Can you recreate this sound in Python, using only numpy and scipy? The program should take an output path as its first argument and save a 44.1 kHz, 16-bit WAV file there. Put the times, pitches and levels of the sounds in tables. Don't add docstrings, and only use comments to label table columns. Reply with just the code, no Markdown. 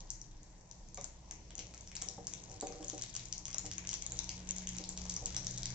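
import sys
import numpy as np
from scipy import signal
from scipy.io import wavfile
from scipy.ndimage import uniform_filter1d

SR = 44100
rng = np.random.default_rng(int(sys.argv[2]) if len(sys.argv) > 2 else 0)


def store_wav(level_fs):
    pcm = np.round(np.clip(np.atleast_2d(level_fs), -1, 1) * 32767)
    wavfile.write(sys.argv[1], SR, pcm.T.astype(np.int16))


N = 253134

# (s, snap dB, snap Hz, puff dB, puff Hz, tick dB, left-right dB of the snap)
POPS = [(0.0056, -43, 5820, -69, 2400, -74, -8), (0.1039, -32.5, 6200, -51.5, 3860, -67, -1.5),
        (0.2151, -42, 5900, -63, 3800, -67, 4), (0.4315, -48.5, 6400, -67, 2700.0, -67, 4),
        (0.6102, -56, 5600, -67, 3860.0, -71, -1.5), (0.7129, -44.5, 6100, -59, 2140.0, -67, 5),
        (0.8872, -55, 5970, -60, 2500, -70, 2.5), (0.9449, -40, 7060, -65, 3140, -64, -5),
        (0.9741, -44.5, 5780.0, -43, 2230, -45, -5), (1.0121, -39, 7070.0, -56, 2130.0, -58, -4.5),
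        (1.0422, -43, 6200, -54, 4100, -75, 3.5), (1.0433, -33.5, 6200, -60, 3000.0, -46, 3.5), (1.3107, -36, 6180, -49, 2060, -45.5, -1.5),
        (1.5063, -49, 5900, -43.5, 3120, -65, -12), (1.5533, -41, 6470.0, -52, 3550.0, -68, 2),
        (1.5802, -40.5, 6200, -45, 3380, -53, 6), (1.5921, -37.5, 7110.0, -37.5, 2940, -54, -7),
        (1.5966, -42, 5600, -57, 4140.0, -63.5, 4), (1.7099, -51, 5940, -55, 3140.0, -71, -1),
        (1.7453, -46.5, 6600, -64.5, 2810, -76.0, 2), (1.7777, -48.5, 6740.0, -54.5, 2690, -66, 1),
        (1.8092, -44.5, 6470, -72, 2650.0, -70, -0.5), (1.8743, -43, 5640, -51, 3860, -67, -8),
        (1.9163, -50, 5500, -43.5, 2380, -62, -10), (1.9532, -37, 7100, -41.5, 2720.0, -72, -5),
        (1.9578, -38, 7180.0, -59, 2820, -57, -4), (1.9661, -33.5, 5570, -37.5, 3720, -62, 4),
        (1.9907, -56, 5660, -50, 2590.0, -62.5, -2), (2.0169, -36, 5820.0, -40, 3390.0, -56, 1),
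        (2.0216, -27.5, 7840, -36, 3070, -40.5, -7.5), (2.0866, -31.5, 5400, -58, 3900, -70, 1),
        (2.1125, -43, 6600, -49, 3900, -66, 0), (2.2698, -31.5, 6870, -44.5, 2980, -49, -0.5), (2.3368, -42, 5900, -36, 3660, -64, 7),
        (2.378, -52, 5200, -50, 3900, -66, 0), (2.4382, -49, 6750, -70, 3450.0, -60, 8), (2.4978, -49, 5600, -58, 4000.0, -70, 1.5),
        (2.5155, -46, 6840, -51, 2600, -68, -4), (2.601, -47, 6500, -51, 3980, -68.5, -2.5), (2.6102, -31.5, 7400, -41, 3630, -69, -8.5),
        (2.6705, -37.5, 6600, -41.5, 2520, -60, -4), (2.7234, -50, 6000, -57, 2120.0, -45, 9),
        (2.8078, -52, 5130.0, -64, 2500, -53, 0), (2.8282, -47, 6100, -44, 3420, -46, 0),
        (2.8453, -39.5, 7100, -62, 2230, -60, -1), (2.8823, -35, 6730.0, -66, 3080, -63, 2.5),
        (2.8988, -32, 5940, -35.5, 3850.0, -44, 0), (2.9797, -40, 6100, -45, 2680, -48, -2.5),
        (3.0007, -55, 4950.0, -55, 3280, -57, -8), (3.0131, -46, 5120, -40.5, 3200.0, -75, -8),
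        (3.0217, -32.5, 5530, -57, 3320, -61, 1.5), (3.0369, -34, 6160, -42, 3770, -48.5, -4),
        (3.095, -47, 4600, -47, 3650, -69, -11), (3.1415, -46, 7040.0, -49, 2650, -61, 5),
        (3.1517, -35.5, 6200, -36.5, 3140, -64, -9), (3.1647, -32, 5600, -40.5, 2750, -49, 3.5),
        (3.1943, -42, 4800, -41, 4000, -58, 2), (3.2551, -42.5, 6950, -50, 3770.0, -73, 7),
        (3.2851, -49, 6160, -58, 2100, -60, -4), (3.3248, -45, 6300, -44, 3200, -68, 2), (3.3263, -30.5, 4950, -60, 3540, -65, 1.5),
        (3.3565, -47, 5800, -53, 3440, -62, -2), (3.3804, -38, 6100, -60, 2760.0, -73, 6),
        (3.4542, -35.5, 6660, -41, 3310.0, -72, -1), (3.468, -43, 6200, -59, 3500, -68, 2), (3.4813, -43.5, 6060, -38, 2280, -44.5, 6),
        (3.5041, -47, 5600.0, -43, 3520, -62, 2), (3.513, -44, 6680.0, -55, 2340, -76, -2),
        (3.5297, -40.5, 5350.0, -43, 3370.0, -63, 2), (3.5445, -32.5, 5850, -38, 2640, -39.5, -2),
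        (3.5827, -26, 6740, -37.5, 3380, -44, 4.5), (3.6531, -54, 6220.0, -44, 1980.0, -64, -4),
        (3.6559, -40, 5670.0, -47, 3240.0, -61, -3), (3.6631, -37.5, 6950, -45, 2920.0, -50, 4),
        (3.6678, -44, 5400, -48, 2960, -72, 6), (3.7143, -34.5, 5080.0, -36.5, 3290, -57, -11),
        (3.7352, -43.5, 5790.0, -60, 2570.0, -71, 6.5), (3.7815, -33, 6630, -36.5, 2450, -52, 1),
        (3.8519, -57, 5610.0, -60, 2940, -68, 2), (3.8724, -33, 6400, -45, 3400.0, -65, -1),
        (3.8911, -31, 5570, -32.5, 3130.0, -48, -7), (3.9135, -36, 7100, -46, 3010.0, -51, 3),
        (3.9303, -34, 5500, -29.5, 3390.0, -48, 0), (3.94, -29, 6050, -48, 2320.0, -54, -6),
        (4.0228, -35.5, 6360, -38.5, 3370, -68, 2), (4.0642, -31, 6770, -48, 3440.0, -47, 2.5),
        (4.1203, -32, 6750, -46.5, 2390, -50, -8), (4.19, -27.5, 6020, -28, 3830, -41.5, 2),
        (4.2426, -37.5, 5800, -57, 2920.0, -58, 0.0), (4.2925, -28.5, 4950, -38, 3450, -66, -2.5),
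        (4.3161, -45, 6970, -57, 1970.0, -64, -6), (4.3403, -48.5, 5910.0, -50, 3200, -66, 1),
        (4.4029, -53, 5990.0, -56, 2940.0, -48, 5), (4.4727, -56, 4580.0, -43, 2700, -65, -10),
        (4.4901, -33.5, 5270, -38.5, 2750.0, -66, 4.5), (4.5086, -27.5, 6650, -38.5, 3030, -57, -2.5),
        (4.5641, -38, 7160.0, -43, 3360, -55, -3), (4.5833, -36.5, 6600, -42.5, 3330, -46, 1.5),
        (4.638, -54, 5630, -52, 3300, -67, -3), (4.672, -40.0, 6500, -33, 3080, -65, -2),
        (4.6903, -31, 6170, -36.5, 4200, -62, -7.5), (4.7325, -43, 6100, -47, 3400, -64, 0), (4.749, -54, 6000, -44, 2270, -61, 0), (4.767, -40.5, 5450, -46, 2480.0, -59, -11),
        (4.7844, -34, 6800, -42.5, 2630, -54, 2.5), (4.8264, -54, 5240.0, -50, 3710.0, -62, 0),
        (4.8395, -34.5, 5600, -52, 2930, -65, -2.5), (4.8911, -33, 7100, -46, 3350.0, -47, -3),
        (4.9754, -34.5, 4400, -48, 3700, -61, -4), (5.0171, -41, 5100, -45, 3360, -59, 4),
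        (5.0538, -42, 4900, -47, 2580, -41.5, 0.0), (5.0645, -50, 5930.0, -47, 3320.0, -59, 1),
        (5.0962, -33, 6600, -43, 4200, -68, -3), (5.0989, -30.5, 5730, -41, 3540, -58, -4.5), (5.1108, -39, 6500, -48, 4200, -67, -5), (5.1235, -47, 5200, -48, 3900, -62, 0), (5.1402, -35, 6660, -55, 2330.0, -54, -3),
        (5.1647, -29, 6300, -49, 3000.0, -45, -5), (5.2583, -28, 7060, -59, 3760.0, -62, -3.5),
        (5.2659, -41, 6130.0, -39, 2920.0, -55, 0), (5.305, -47, 6420.0, -56, 2460.0, -48, -6),
        (5.3253, -43, 5450, -47, 3040, -66, 0), (5.3464, -50, 5430, -35.5, 3380, -54, 3.5),
        (5.3655, -26.5, 5330, -33, 3560, -41, -5.5), (5.4462, -40, 5510.0, -47, 3700.0, -75, -10),
        (5.4688, -29, 5830, -34.5, 3780, -48, -1), (5.5105, -37, 7000, -62, 3020.0, -63, 1),
        (5.5766, -40, 6240, -38.5, 3500, -54, -6), (5.5824, -36, 7200, -45, 3590.0, -62, -1),
        (5.6317, -34.5, 5600, -36, 3270, -46, 1.5), (5.6567, -29.5, 6220.0, -35, 3580, -55, -8),
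        (5.7041, -40.5, 5830.0, -43, 2250.0, -51, 0)]
# (s, sizzle dB)
OIL = [(0.0, -74.5), (0.7, -87), (1.5, -86), (2.3, -76), (3.1, -66.5), (3.4, -83), (4.1, -67.5), (4.7, -69.5), (5.74, -66.5)]
# (s, peak dB, highest mode fully rung Hz, rise s, contact s)
KNOCKS = [(1.577, -47.5, 337, 0.0033, 0.017), (2.018, -51.5, 500, 0.0012, 0.0057), (2.055, -49.5, 860, 0.014, 0.035), (2.178, -45.5, 770, 0.0019, 0.015), (2.48, -42, 297, 0.014, 0.042), (2.624, -34.5, 790, 0.0011, 0.013), (2.65, -46, 800, 0.013, 0.049), (2.694, -44.5, 820, 0.0017, 0.011), (2.74, -46.5, 800, 0.0069, 0.026), (2.785, -40, 450, 0.018, 0.016), (2.83, -50.5, 640, 0.0082, 0.032), (2.927, -38, 470, 0.0037, 0.019), (3.638, -48, 790, 0.0056, 0.0095), (4.118, -54, 600, 0.0024, .01), (4.797, -41.5, 300, 0.0013, 0.003), (5.215, -48, 800, 0.0068, 0.011)]
STAND = [(306, -4, 0.15), (374, -8.5, 0.3), (482, -2, 0.13), (584, -4.5, 0.15), (717, -2, 0.022), (765, -1, 0.16), (920, -13.5, 0.083), (1173, -17, 0.17), (1420, -14, 0.041), (1700, -15.5, 0.027)]   # (Hz, dB, t60 s)
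TAPS = [(0.9735, -34.5, 4930, 0.0003, 0.024)]
UTENSIL = [(430, -16, .06), (560, -6, .05), (745, -5, .05), (960, -8, .04), (1160, -10, .04), (2070, -21, .04), (2250, -18, .05), (2450, -22, .03), (3620, -23, .03), (3790, -22, .04), (5000, -27, .03)]
# (s, 1st, 2nd, 3rd multiple dB)
ENGINE = [(0.0, -73, -66.5, -75), (0.75, -66, -72.5, -68), (1.2, -58.5, -74, -73), (1.97, -60, -69, -64),
          (3.12, -70, -61, -68.5), (3.84, -56.5, -74.5, -58.5), (4.01, -61, -69.5, -66.5), (4.09, -52.5, -52.5, -62),
          (4.59, -57, -80, -51), (4.75, -51.5, -52.5, -50), (4.84, -71, -84, -56), (5.02, -46.5, -73, -51),
          (5.15, -58, -56, -52), (5.23, -50.5, -53, -77), (5.28, -58, -95, -53), (5.32, -47, -55, -59),
          (5.58, -87, -50.5, -58.5), (5.74, -58, -49.5, -57.5)]
FLAME = [(8.8, -31), (15, -1), (43, -9), (80, -37.5), (96, -5), (219, -17.5), (256, -20.5), (916, -22), (1330, -51.5),
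         (1520, -27.5), (3020, -39.5), (5410, -36), (6180, -39.5), (7440, -41), (8500, -93.5), (11000, -99), (18700, -120)]
FLAME_LEVEL = [(0.0, -60.5, -52.5), (0.6, -62, -59), (1.2, -60, -58), (2.0, -59.5, -61.5), (2.7, -57.5, -57.5), (3.5, -58.5, -58),
               (4.4, -56, -58.5), (5.1, -54, -55.5), (5.74, -55, -51)]
LIKENESS = [(100, 0.97), (300, 0.68), (700, 0.44), (1500, 0.11), (6000, 0.017)]   # (Hz, left-right likeness)
PORTS = [[(5990, 1026, 13), (7340, 510, 11.5)], [(5300, 930, -6.5), (7970, 1400, 18.5)]]
PORT_DB = [5, 2]
KITCHEN_T60_S, KITCHEN_DB = 0.39, -9
CUTOFF_HZ = 8800
ENGINE_HZ = 60.66
PAN_HOLLOW = (2200, 450, 6)
PAN_ECHOES = [(.0013, -16), (.0022, -11), (.0036, -22), (.0087, -17)]
SNAP_HZ, SNAP_SPREAD_HZ = 6100, 760
SMALL_FROM_S, SMALL_COUNT = 1.6, 20
SMALL_SNAP_DB, SMALL_PUFF_DB, SMALL_SPREAD_DB, SMALL_PUFF_HZ = -56, -48, 2, 3200
BURSTS_PER_S = 180
TICK_HZ, TICK_DB, TICK_S = 930, -10.5, 0.0045
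BURNER_PEAKS = [(314.2, 13, 8), (914, 46, 2.5)]
SPOTS = 5
OIL_WALLS_DB, STAND_WALLS_DB = 6.5, 4
LUMP_DB, LUMP_S, LUMPS_FADE_S = 3.5, .0012, .04


def from_db(db):
    return 10 ** (np.asarray(db) / 20)


def rms_one(x):
    return x / np.sqrt(np.mean(x ** 2) + 1e-20)


def in_time(rows):
    s, *columns = np.transpose(rows)
    return [np.interp(np.arange(N) / SR, s, c) for c in columns]


def at_hz(points, hz):
    return np.interp(np.log(hz), np.log(np.array(points)[:, 0]), np.array(points)[:, 1])


def butter(x, hz, kind, order=2):
    return signal.sosfilt(signal.butter(order, hz, kind, fs=SR, output="sos"), x)


def drift(rate):
    r = np.exp(-80 * np.pi * rate / SR)
    slow = signal.lfilter([1], [1, -2 * r, r * r], rng.standard_normal(N // 40 + 2002))[2000:]
    return np.interp(np.arange(N) / 40, np.arange(len(slow)), rms_one(slow))


def ring(clicks, hz, t60):
    r, w = from_db(-60 / (t60 * SR)), 2 * np.pi * hz / SR
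    return signal.lfilter([0, np.sin(w)], [1, -2 * r * np.cos(w), r * r], clicks + 1e-18)


def pops(rows, rise_s=.00006, snap_s=0.00013, body_s=0.00067, rough=1.0, lag_s=.00002):
    out, t = np.zeros((2, N + 420)), np.arange(400) / SR
    *grit, puff = rng.standard_normal((len(rows), 3, 400)).transpose(1, 0, 2)
    far, slow = rng.random((len(rows), 2)).T[..., None]
    rise = 1 - np.exp(-t / rise_s)
    tear = rise * np.exp(-t / (snap_s * (0.62 + 2.7 * slow)))
    ticks = butter(puff * rise * np.exp(-t / TICK_S), [TICK_HZ / 1.98, TICK_HZ * 1.57], "band")
    for k, (s, snap_db, snap_hz, body_db, body_hz, tick_db, pan_db) in enumerate(rows):
        body = (np.sin(2 * np.pi * body_hz * t) + 1.4 * puff[k]) * rise * np.exp(-t / body_s)
        body = butter(body, [body_hz / 2.9, body_hz * 3.2], "band")
        body = from_db(body_db) * body / np.linalg.norm(body) + from_db(tick_db) * ticks[k] / np.linalg.norm(ticks[k])
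        snaps = (np.sin(2 * np.pi * snap_hz * t) + rough * (grit[0][k] + [[0], [.89]] * grit[1][k])) * tear[k]
        snaps = butter(snaps, [snap_hz / 1.57, snap_hz * 1.8], "band")
        for side, (snap, lag) in enumerate(zip(snaps, [lag_s * (1 + far[k, 0]), 0])):
            gain, at = from_db(snap_db + (.5 - side) * pan_db), round((s + lag) * SR)
            out[side, at:at + 400] += 2 * (gain * snap / np.linalg.norm(snap) + body)
    return out[:, :N]


def sizzle(per_s, level_db):
    sizes = from_db(3.0 * np.minimum(rng.exponential(1, N), 3)) * rng.choice([-1, 1], N)
    born = rng.random(N) < per_s * from_db(4 * drift(8)) / SR
    pitches, dealt = np.geomspace(3500, 8000, 10), rng.integers(0, 10, N)
    rings = sum(ring(sizes * born * (dealt == k), hz, 9.1 / hz) for k, hz in enumerate(pitches))
    rings = from_db(level_db) * rms_one(butter(rings, 1800, "high"))
    return np.array([np.roll(rings, 3), rings])


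def struck(blows, modes, focus_db, spread_db):
    out, t = np.zeros(N), np.arange(SR // 7) / SR
    grit = rng.standard_normal((len(blows), len(modes), len(t) + 1))
    for k, (hz, level_db, t60) in enumerate(modes):
        force = np.zeros(N + len(t))
        for (s, peak_db, best_hz, rise_s, contact_s), noise in zip(blows, grit[:, k]):
            rub = noise[1:] * np.minimum(t / rise_s, 1) * np.exp(-np.maximum(t - rise_s, 0) / contact_s)
            share = np.abs(np.sum(rub * np.exp(2j * np.pi * hz * t))) + 0.5 * np.linalg.norm(rub)
            gain = from_db(peak_db + level_db + spread_db * noise[0] - focus_db * max(0, np.log2(hz / best_hz)))
            force[round(s * SR):][:len(t)] += gain * rub / share
        out += ring(force[:N], hz, t60)
    return out


def engine(waver_hz=0.603, flutter_db=0.5):
    turn = 2 * np.pi * np.cumsum(ENGINE_HZ + waver_hz * drift(2.15)) / SR
    return sum(np.sqrt(2) * from_db(db + flutter_db * drift(0.52)) * np.sin((k + 1) * turn + k)
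               for k, db in enumerate(in_time(ENGINE)))


def flame(patchy_db=2.0):
    rush_db, rumble_db = in_time(FLAME_LEVEL)
    out, edges = 0, 64 * 2 ** np.arange(0, 7.6, .5)
    white = rng.standard_normal((2, 2, N))
    for k, (low, high) in enumerate(zip(edges, edges[1:])):
        mid, side = butter(white[k % 2], [low, high], "band")
        hz = np.sqrt(low * high)
        alike = np.clip(at_hz(LIKENESS, hz), 0, 1)
        gain = from_db(at_hz(FLAME, hz) + patchy_db * drift(3.05))
        out = out + gain * (np.sqrt(1 + alike) * mid + np.sqrt(1 - alike) * side * [[1], [-1]])
    for peak in BURNER_PEAKS:
        out = lift(out, *peak)
    mid, side = butter(rng.standard_normal((2, N + SR)), [24, 42], "band")[:, SR:]
    rumble = mid + from_db(-20.5) * side * [[1], [-1]]
    return from_db(rush_db) * rms_one(out) + from_db(rumble_db) * rms_one(rumble)


def kitchen(x, first_s=.003, build_s=.003, near_s=.012, near_spread_s=.006, near_db=2.5):
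    t = np.arange(SR // 2) / SR
    shape = (1 - np.exp(-np.maximum(t - first_s, 0) / build_s)) * from_db(-60 * t / KITCHEN_T60_S)
    lumps = rms_one(uniform_filter1d(rng.standard_normal(len(t)), size=round(LUMP_S * SR)))
    shape = shape * from_db(near_db * np.exp(-((t - near_s) / near_spread_s) ** 2) + LUMP_DB * lumps * np.exp(-t / LUMPS_FADE_S))
    tails = rng.standard_normal((2, len(t))) * shape / np.sqrt(np.sum(shape ** 2))
    return from_db(KITCHEN_DB) * signal.fftconvolve(x[None], tails, axes=1)[:, :N]


def lift(x, hz, width_hz, lift_db):
    r = np.exp(-np.pi * width_hz / SR)
    b, a = [(1 - r * r) / 2, 0, (r * r - 1) / 2], [1, -2 * r * np.cos(2 * np.pi * hz / SR), r * r]
    return x + (from_db(lift_db) - 1) * signal.lfilter(b, a, x)


def with_echoes(x):
    kernel = np.zeros(SR // 100)
    kernel[0] = 1
    for k, (delay_s, level_db) in enumerate(PAN_ECHOES):
        kernel[round(delay_s * SR)] = from_db(level_db) * (-1) ** k
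    return signal.fftconvolve(x, kernel[None], axes=1)[:, :N]


def small_pops():
    when, (snap, pitch, puff, tone, pan) = rng.random(SMALL_COUNT), rng.standard_normal((SMALL_COUNT, 5)).T
    puff_db = SMALL_PUFF_DB + 2 * SMALL_SPREAD_DB * puff
    s = SMALL_FROM_S + when * (N / SR - SMALL_FROM_S)
    return list(zip(s, SMALL_SNAP_DB + SMALL_SPREAD_DB * snap, SNAP_HZ + SNAP_SPREAD_HZ * pitch, puff_db,
                    SMALL_PUFF_HZ * from_db(3.0 * tone), puff_db + TICK_DB, SMALL_SPREAD_DB * pan))


def sideways(oil):
    out = butter(lift(oil.mean(0), *PAN_HOLLOW), 8900, "low", order=4)
    return out + from_db(-2.5) * butter(out, 5300, "low")


def scene():
    seeds = POPS + small_pops()
    spots = [pops(seeds[k::SPOTS]) for k in range(SPOTS)] + [sizzle(BURSTS_PER_S, *in_time(OIL))]
    walls = sum(kitchen(sideways(oil)) for oil in spots)
    oil = (with_echoes(sum(spots)) + walls * from_db(OIL_WALLS_DB)) * from_db(PORT_DB)[:, None]
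    knocks = struck(KNOCKS, STAND, focus_db=9.5, spread_db=1.5) + struck(TAPS, UTENSIL, focus_db=13.0, spread_db=1.6)
    knocks = knocks * from_db([[.6], [-.6]]) + kitchen(knocks) * from_db(STAND_WALLS_DB)
    return oil + knocks + flame() + engine()


def record(dry):
    out = [lift(lift(x, *low), *high) for x, (low, high) in zip(dry, PORTS)]
    rolled = signal.sosfilt(signal.cheby2(10, 22, 8250, fs=SR, output="sos"), np.array(out))
    return signal.sosfilt(signal.cheby2(5, 26, CUTOFF_HZ, fs=SR, output="sos"), rolled)


dry = scene()
out = record(dry)
store_wav(out)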